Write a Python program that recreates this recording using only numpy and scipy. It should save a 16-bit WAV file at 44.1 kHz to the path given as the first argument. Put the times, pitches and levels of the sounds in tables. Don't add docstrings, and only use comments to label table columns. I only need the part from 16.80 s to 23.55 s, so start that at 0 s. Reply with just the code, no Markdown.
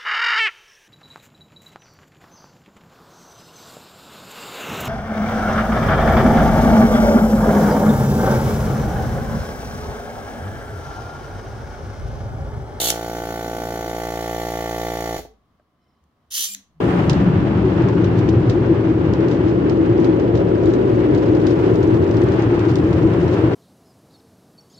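import sys
import numpy as np
from scipy import signal
from scipy.fft import rfft, irfft
from scipy.io import wavfile
from scipy.ndimage import uniform_filter1d, minimum_filter1d

SR = 44100
rng = np.random.default_rng(int(sys.argv[2]) if len(sys.argv) > 2 else 0)


def store_wav(level_fs):
    pcm = np.round(np.clip(np.atleast_2d(level_fs), -1, 1) * 32767)
    wavfile.write(sys.argv[1], SR, pcm.T.astype(np.int16))


N = 297675
TIME, HZ = np.arange(N) / SR, np.fft.rfftfreq(N, 1 / SR)

# f/Hz, level/dB
DROP_TONE = [(800, -17), (2000, 0), (3000, 5.5), (4200, 4.5), (5400, 1.5), (6800, -3.5), (8200, -12.5),
             (9600, -31), (16000, -41)]


def brushes():
    # f/Hz, width/Hz, level/dB
    body_modes = [(54.6, 19, 0), (71.3, 14, -1)]
    boom_modes = [(90.7, 17, -10), (114.2, 26.5, 1)]
    window_modes = [(77.7, 25, -5.5), (149, 32, -11), (168.4, 43, 0.5), (199.5, 70, -11), (289, 71, -7.5)]
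    roof_modes = [(218, 87, -14.5), (285, 99, -11.5), (329.3, 60, -3), (378, 70, -4)]
    panel_modes = [(435.2, 79, 2), (480.2, 62, -3), (554.3, 72, -3), (634, 130, -16), (690, 110, -15),
                   (830, 63, -14.5), (976, 77, -13.5)]
    # t/s, level/dB
    shudder = [(.2, -35.5), (.8, -36.5), (1.5, -34.5), (3.4, -37), (4.15, -33), (5, -36), (5.6, -34),
               (6.2, -40), (6.75, -37.5)]
    body = drumming(level(shudder), body_modes, per_s=540, spread_db=0.5, steady_s=0.16)
    boom = drumming(brush_force("boom"), boom_modes, per_s=500, spread_db=2, steady_s=0.076)
    windows = drumming(brush_force("windows"), window_modes, per_s=700, spread_db=1, steady_s=0.17)
    roof = drumming(brush_force("roof"), roof_modes, per_s=2500, spread_db=1.5, steady_s=0.053)
    panels = drumming(brush_force("panels"), panel_modes, per_s=3000, spread_db=0, steady_s=0.72)
    return body + gain_of(0.4) * boom + gain_of(0.83) * windows + roof + gain_of(1.5) * panels


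def brush_force(part):
    # t/s, boom/dB, windows/dB, roof/dB, panels/dB
    pressure = [(0, -24.5, -22.5, -19, -28.5), (.4, -24, -16, -24, -33), (1.05, -22, -21.5, -20.5, -32),
                (1.5, -19.5, -21.5, -19.5, -30.5), (1.8, -20.5, -28, -19.5, -32),
                (2.2, -23, -25, -19, -29.5), (3.1, -24.5, -26, -16, -28), (3.65, -24, -25, -17.5, -24),
                (4.0, -24.5, -29.5, -15.5, -26.5), (4.6, -24.5, -26.5, -16.5, -26.5),
                (5.15, -23, -26, -16, -25.5), (5.85, -20.5, -28.5, -18, -31.5),
                (6.2, -21.5, -20.5, -18.5, -28), (6.75, -22, -28, -18.5, -28)]
    # t/s, part hit, extra force/dB
    slaps = [(.3, "boom", 4.5), (.395, "boom", 11), (.397, "windows", 2), (.581, "boom", 6.5),
             (1.045, "boom", 6), (1.165, "windows", 5), (1.266, "boom", 6), (1.4, "boom", 6),
             (1.578, "boom", 7), (1.697, "boom", 6), (1.92, "boom", 3.5), (2.256, "windows", 2.5),
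             (2.305, "boom", 7), (2.664, "boom", 5.5), (3.117, "boom", 7), (3.552, "boom", 8),
             (3.872, "boom", 8.5), (4.136, "boom", 8.5), (4.345, "boom", 6), (4.513, "boom", 8),
             (4.682, "boom", 6), (4.82, "boom", 6), (4.934, "boom", 5.5), (5.038, "boom", 7.5),
             (5.134, "boom", 7.5), (5.23, "boom", 5), (5.36, "boom", 5), (5.459, "boom", 6),
             (5.678, "boom", 3.5), (5.935, "boom", 5.5), (6.155, "boom", 4), (6.259, "boom", 7.5),
             (6.476, "boom", 4.5), (6.644, "boom", 6.5)]
    slap_s = {"boom": 0.042, "windows": 0.032}
    column = {"boom": 1, "windows": 2, "roof": 3, "panels": 4}[part]
    lift_db = sum(db * bump(s, slap_s[part]) for s, hit, db in slaps if hit == part)
    return level(pressure, column) * gain_of(lift_db)


def drumming(force, modes, per_s, spread_db, steady_s):
    ringing = stereo(ring(patter(per_s, spread_db), modes))
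    power = np.mean(ringing ** 2, axis=0)
    for _ in range(2):
        power = uniform_filter1d(power, int(steady_s * SR))
    return force * ringing / np.sqrt(abs(power) + 1e-20)


def roof_drone(waver_hz=4, flutter_db=1.5):
    # start/s, length/s, first f/Hz, last f/Hz, level/dB
    drags = [(.825, 0.094, 378, 368, -22.5), (.98, 0.072, 344.5, 316, -19), (1.165, .065, 310, 318, -19),
             (1.473, .08, 336, 317, -17.5), (1.599, .055, 317, 312, -20.5), (1.732, 0.067, 334, 352, -18.5),
             (1.883, .055, 338, 329, -13.5), (2.046, 0.087, 335, 315, -17.5), (2.196, .04, 341, 326, -21.5),
             (2.4, .09, 336.7, 334.7, -19), (2.646, .048, 334.6, 310, -19), (2.895, .075, 354, 337, -19.5),
             (2.985, .04, 323, 321, -16), (3.093, .06, 323, 332, -17.5), (3.147, .1, 330.2, 337, -18),
             (3.264, .055, 334.6, 326, -12.5), (3.356, 0.033, 331, 342, -14.5),
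             (3.716, .06, 343.5, 339, -19), (3.858, 0.063, 314, 336, -13.5), (3.931, 0.045, 328, 327, -14),
             (4.036, .42, 298, 311.3, -21), (4.212, 0.044, 329, 306, -16.5),
             (4.444, .31, 310.6, 311.8, -17), (4.657, 0.041, 318, 326, -19),
             (4.831, .068, 373.5, 360, -16.5), (4.9, .055, 354, 329, -18),
             (5.062, 0.083, 336.6, 315, -22.5), (5.275, .048, 318.6, 315, -17.5),
             (5.402, .05, 331, 322, -17.5), (5.699, 0.063, 346, 344.5, -15.5),
             (5.861, 0.037, 337.4, 327, -19.5), (5.963, 0.047, 333, 340.5, -19),
             (6.035, .052, 334, 315, -14), (6.229, 0.059, 321.4, 334, -15.5), (6.396, .054, 335, 354, -21),
             (6.628, 0.044, 318.3, 317, -16)]
    slow_wobble = [(1, -6.5), (8, 1.5), (25, -13), (80, -72.5), (200, -140)]  # f/Hz, level/dB
    waver, flutter = unit_level(noise(slow_wobble))
    out = np.zeros(N)
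    for s, length, first_hz, last_hz, db in drags:
        during = (TIME >= s) & (TIME < s + length)
        hz = np.linspace(first_hz, last_hz, during.sum()) + waver_hz * waver[during]
        swell = signal.windows.tukey(during.sum(), 0.6) * gain_of(flutter_db * flutter[during])
        out[during] += gain_of(db) * unit_level(swell * np.sin(2 * np.pi * np.cumsum(hz) / SR))
    return out


def spray(drops_per_s=9000, gust_db=1.22):
    # t/s, wash/dB, mist/dB
    water = [(.1, -30.5, -63), (.37, -32, -69.5), (.46, -33, -72.5), (1, -33.5, -75), (1.8, -34.5, -76),
             (2.8, -35, -75), (3.5, -35.5, -75.5), (4.1, -35, -72), (4.6, -35, -71), (5.05, -34, -68.5),
             (5.5, -33.5, -72), (6, -33, -69.5), (6.4, -34, -69), (6.75, -33, -70)]
    # f/Hz, level/dB
    wash_tone = [(300, -14), (560, -1), (690, -1.5), (820, -0.5), (1100, -4.5), (1400, -6.5), (1800, -10),
                 (2400, -15.5), (2850, -16), (3900, -25.5), (5200, -31.5), (7000, -40.5), (8300, -46),
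                 (9600, -60), (16000, -78.5)]
    mist_tone = [(3000, -10.5), (5500, 8), (7200, 9.5), (8400, 7), (9800, -2.5), (12300, 1), (14200, -1.5),
                 (16000, -2)]
    gusts = unit_level(filtered(rng.standard_normal(N), [(1, -2.5), (8, -8.5), (30, -13), (100, -86)]))
    drops = filtered(patter(drops_per_s, spread_db=3), wash_tone)
    wash = unit_level(mic_swing(stereo(drops))) * gain_of(gust_db * gusts)
    mist = unit_level(noise(mist_tone))
    return gain_of(3.5) * wash * level(water) + gain_of(7) * mist * level(water, column=2)


def drop_ticks():
    # t/s, level/dB, crack fade time/s
    hits = [(0.2964, -21, 0.0059), (0.3315, -33.5, 0.0032), (.401, -44, .003), (1.0869, -37.5, .003),
            (1.2435, -34.5, 0.0046), (1.39, -38, .004), (1.4895, -31.5, 0.0048), (1.695, -33, .001),
            (1.6975, -30, 0.004), (2.3366, -35, 0.0027), (2.407, -42, .002), (2.4835, -37.5, .004),
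            (2.5135, -38, .004), (2.8968, -33, .003), (3.179, -43, .003), (3.2, -41, .003),
            (3.244, -35, .005), (3.398, -40.5, 0.0028), (3.5535, -37.5, .007), (3.575, -40, 0.0031),
            (3.835, -43, 0.0025), (3.8583, -38.5, .003), (3.937, -35.5, .004), (4.204, -43, .003),
            (4.348, -36.5, 0.0045), (4.376, -43, 0.0094), (4.55, -40.5, .004), (4.616, -41, .003),
            (4.6665, -36.5, .001), (4.669, -32.5, 0.004), (4.7092, -42, 0.0047), (4.956, -39, 0.0054),
            (5.029, -37.5, 0.0045), (5.311, -36, 0.0036), (5.34, -44, 0.0033), (5.3685, -35.5, 0.0034),
            (5.416, -35, 0.0033), (5.486, -38, .003), (5.5204, -39, .004), (5.591, -40, .003),
            (5.622, -37.5, 0.004), (5.7935, -33.5, 0.0027), (5.854, -44, .003), (5.9562, -30.5, 0.0051),
            (6.129, -38, 0.0062), (6.23, -42, .003), (6.336, -40, 0.0034), (6.429, -41, .003),
            (6.48, -38.5, .004)]
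    return gain_of(-3.5) * ticks(hits, DROP_TONE, echo_s=0.21, echo_db=-12.5, spike_s=0.00095)


def ticks(hits, tone, echo_s, echo_db, spike_s):
    t, out = np.arange(SR // 8) / SR, np.zeros((2, N))
    spike = gain_of(-2) * np.exp(-t / spike_s)
    echo = gain_of(echo_db - 60 * t / echo_s)
    onset = 1 - np.exp(-t / 0.0001)
    for s, db, crack_s in hits:
        add(out, s, gain_of(db) * (spike + np.exp(-t / crack_s) + echo) * onset)
    return out * unit_level(noise(tone))


def rustles():
    # middle/s, length/s, level/dB
    clumps = [(1.388, 0.047, -47), (2.53, 0.085, -49), (2.69, .07, -51.5), (3.23, 0.13, -56),
              (3.567, 0.051, -52), (3.896, 0.15, -54), (4.695, 0.077, -51), (5.622, 0.058, -52),
              (5.9, 0.044, -44), (6.536, 0.044, -43.5)]
    swell = sum(gain_of(db) * bump(s, length) for s, length, db in clumps)
    return swell * unit_level(filtered(patter(per_s=2500, spread_db=4), DROP_TONE))


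def stray_drops(crack_s=.005, echo_s=0.12, echo_db=-9):
    # t/s, level/dB
    loudness = [(0, -63), (.6, -61), (1.4, -57.5), (2, -61), (2.6, -62), (3.4, -61.5), (4.1, -59),
                (4.7, -55), (5.3, -53.5), (5.9, -52.5), (6.75, -56)]
    t = np.arange(SR // 16) / SR
    shape = np.exp(-t / crack_s) + gain_of(echo_db - 60 * t / echo_s)
    blows = np.tanh(abs(patter(per_s=50, spread_db=2)[0]) / 1.5)
    power = signal.fftconvolve(blows ** 2, shape ** 2)[:N]
    return level(loudness) * unit_level(np.sqrt(abs(power)) * noise(DROP_TONE))


def near_glass(sound):
    # f/Hz, width/Hz, level/dB
    glass_modes = [(2530, 50, -0.5), (3780, 59, 1), (5020, 77, 3), (5370, 60, -2), (6040, 56, 0.5),
                   (6700, 89, -1.5)]
    # t/s, left minus right/dB
    balance = [(0, -3), (1.6, 1), (2.3, -2), (2.9, -5), (3.6, -6), (4.4, -5.5), (5.4, -1.5), (6, 3),
               (6.75, 3)]
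    ringing = sound + gain_of(-1) * ring(sound, glass_modes)
    return ringing * level(balance) ** np.array([[.5], [-.5]])


def snaps():
    # t/s, level/dB, crack fade time/s
    hits = [(0.2964, -51, .003), (3.888, -59.5, .005), (4.669, -59, .003), (5.436, -50, .0033)]
    # f/Hz, level/dB
    tone = [(4000, -28), (8000, -6), (9500, -4.5), (13000, -11), (16000, -9.5)]
    return ticks(hits, tone, echo_s=.09, echo_db=-9.5, spike_s=.001)


def mic_swing(x):
    # t/s, delay of left behind right/s
    delays = [(0, -.00012), (1, -.00004), (1.75, -.00003), (2.25, .0001), (2.8, .00028), (4.7, .00028),
              (5.3, .00025), (5.65, -.00012), (6.75, -.00009)]
    lag = np.interp(TIME, *np.transpose(delays))
    return np.array([np.interp(TIME - lag / 2, TIME, x[0]), np.interp(TIME + lag / 2, TIME, x[1])])


def stereo(x):
    # f/Hz, likeness from 0 to 1
    likeness = [(30, .92), (55, .98), (120, .99), (170, .97), (250, .93), (330, .89), (420, .8), (560, .6),
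                (900, .2), (2000, 0), (5000, .15), (16000, 0)]
    same = by_frequency(likeness)
    mid, side = rfft(x) * np.sqrt([1 + same, 1 - same])
    return irfft(np.array([mid + side, mid - side]), N)


def ring(x, modes):
    f = HZ + 1e-3
    response = sum((-1j) ** k * gain_of(db) / (1 + 1j * (f ** 2 - hz ** 2) / (f * width)) ** 2
                   for k, (hz, width, db) in enumerate(modes))
    return irfft(rfft(x) * response, N)


def patter(per_s, spread_db):
    blows = (rng.random((2, N)) < per_s / SR) * rng.choice([-1., 1.], (2, N))
    return blows * gain_of(spread_db * rng.standard_normal((2, N)))


def noise(tone):
    return filtered(rng.standard_normal((2, N)), tone)


def filtered(x, tone):
    return irfft(rfft(x) * gain_of(by_frequency(tone)), N)


def by_frequency(points):
    hz, value = np.transpose(points)
    return np.interp(np.log(HZ + 1), np.log(hz + 1), value)


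def level(rows, column=1):
    columns = np.transpose(rows)
    return gain_of(np.interp(TIME, columns[0], columns[column]))


def bump(middle_s, length_s):
    return np.exp(-(2 * (TIME - middle_s) / length_s) ** 2)


def gain_of(db):
    return 10 ** (np.asarray(db) / 20)


def unit_level(x):
    return x / np.sqrt(np.mean(x ** 2) + 1e-20)


def add(mix, s, sound):
    part = mix[..., round(s * SR):][..., :sound.shape[-1]]
    part += sound[..., :part.shape[-1]]


def scene():
    beating = brushes()
    close = near_glass(drop_ticks() + rustles() + stray_drops()) + snaps()
    return mic_swing(beating + gain_of(-0.77) * roof_drone()) + spray() + close


def record(dry, low_cut_hz=29, high_cut_hz=15800, ceiling=.92):
    # f/Hz, left minus right/dB
    balance = [(40, 1.5), (75, 2.2), (110, 0.7), (180, 2.5), (310, 3), (530, 5), (920, 0.5), (1800, -1),
               (2500, 1.5), (3800, -0.5), (5200, -4), (6800, -2), (7900, 2.5), (9500, 10), (12000, 10.5),
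               (16000, 5.5)]
    # f/Hz, phase/rad
    lead = [(70, -.2), (110, -.05), (170, -.12), (260, -.07), (340, -.15), (700, 0)]
    dry = dry * signal.windows.tukey(N, .002)
    side = np.array([[.5], [-.5]])
    low_cut = HZ ** 2 / np.hypot(HZ ** 2, low_cut_hz ** 2)
    mics = gain_of(side * by_frequency(balance)) * np.exp(1j * side * by_frequency(lead))
    heard = irfft(rfft(dry) * low_cut * mics, N)
    safe_gain = np.minimum(ceiling / (abs(heard).max(axis=0) + 1e-9), 1)
    heard *= uniform_filter1d(minimum_filter1d(safe_gain, size=601), size=601)
    high_cut = signal.firwin(511, high_cut_hz, window=("kaiser", 9), fs=SR)
    return signal.oaconvolve(heard, high_cut[None], "same")


dry = scene()
out = record(dry)
store_wav(out)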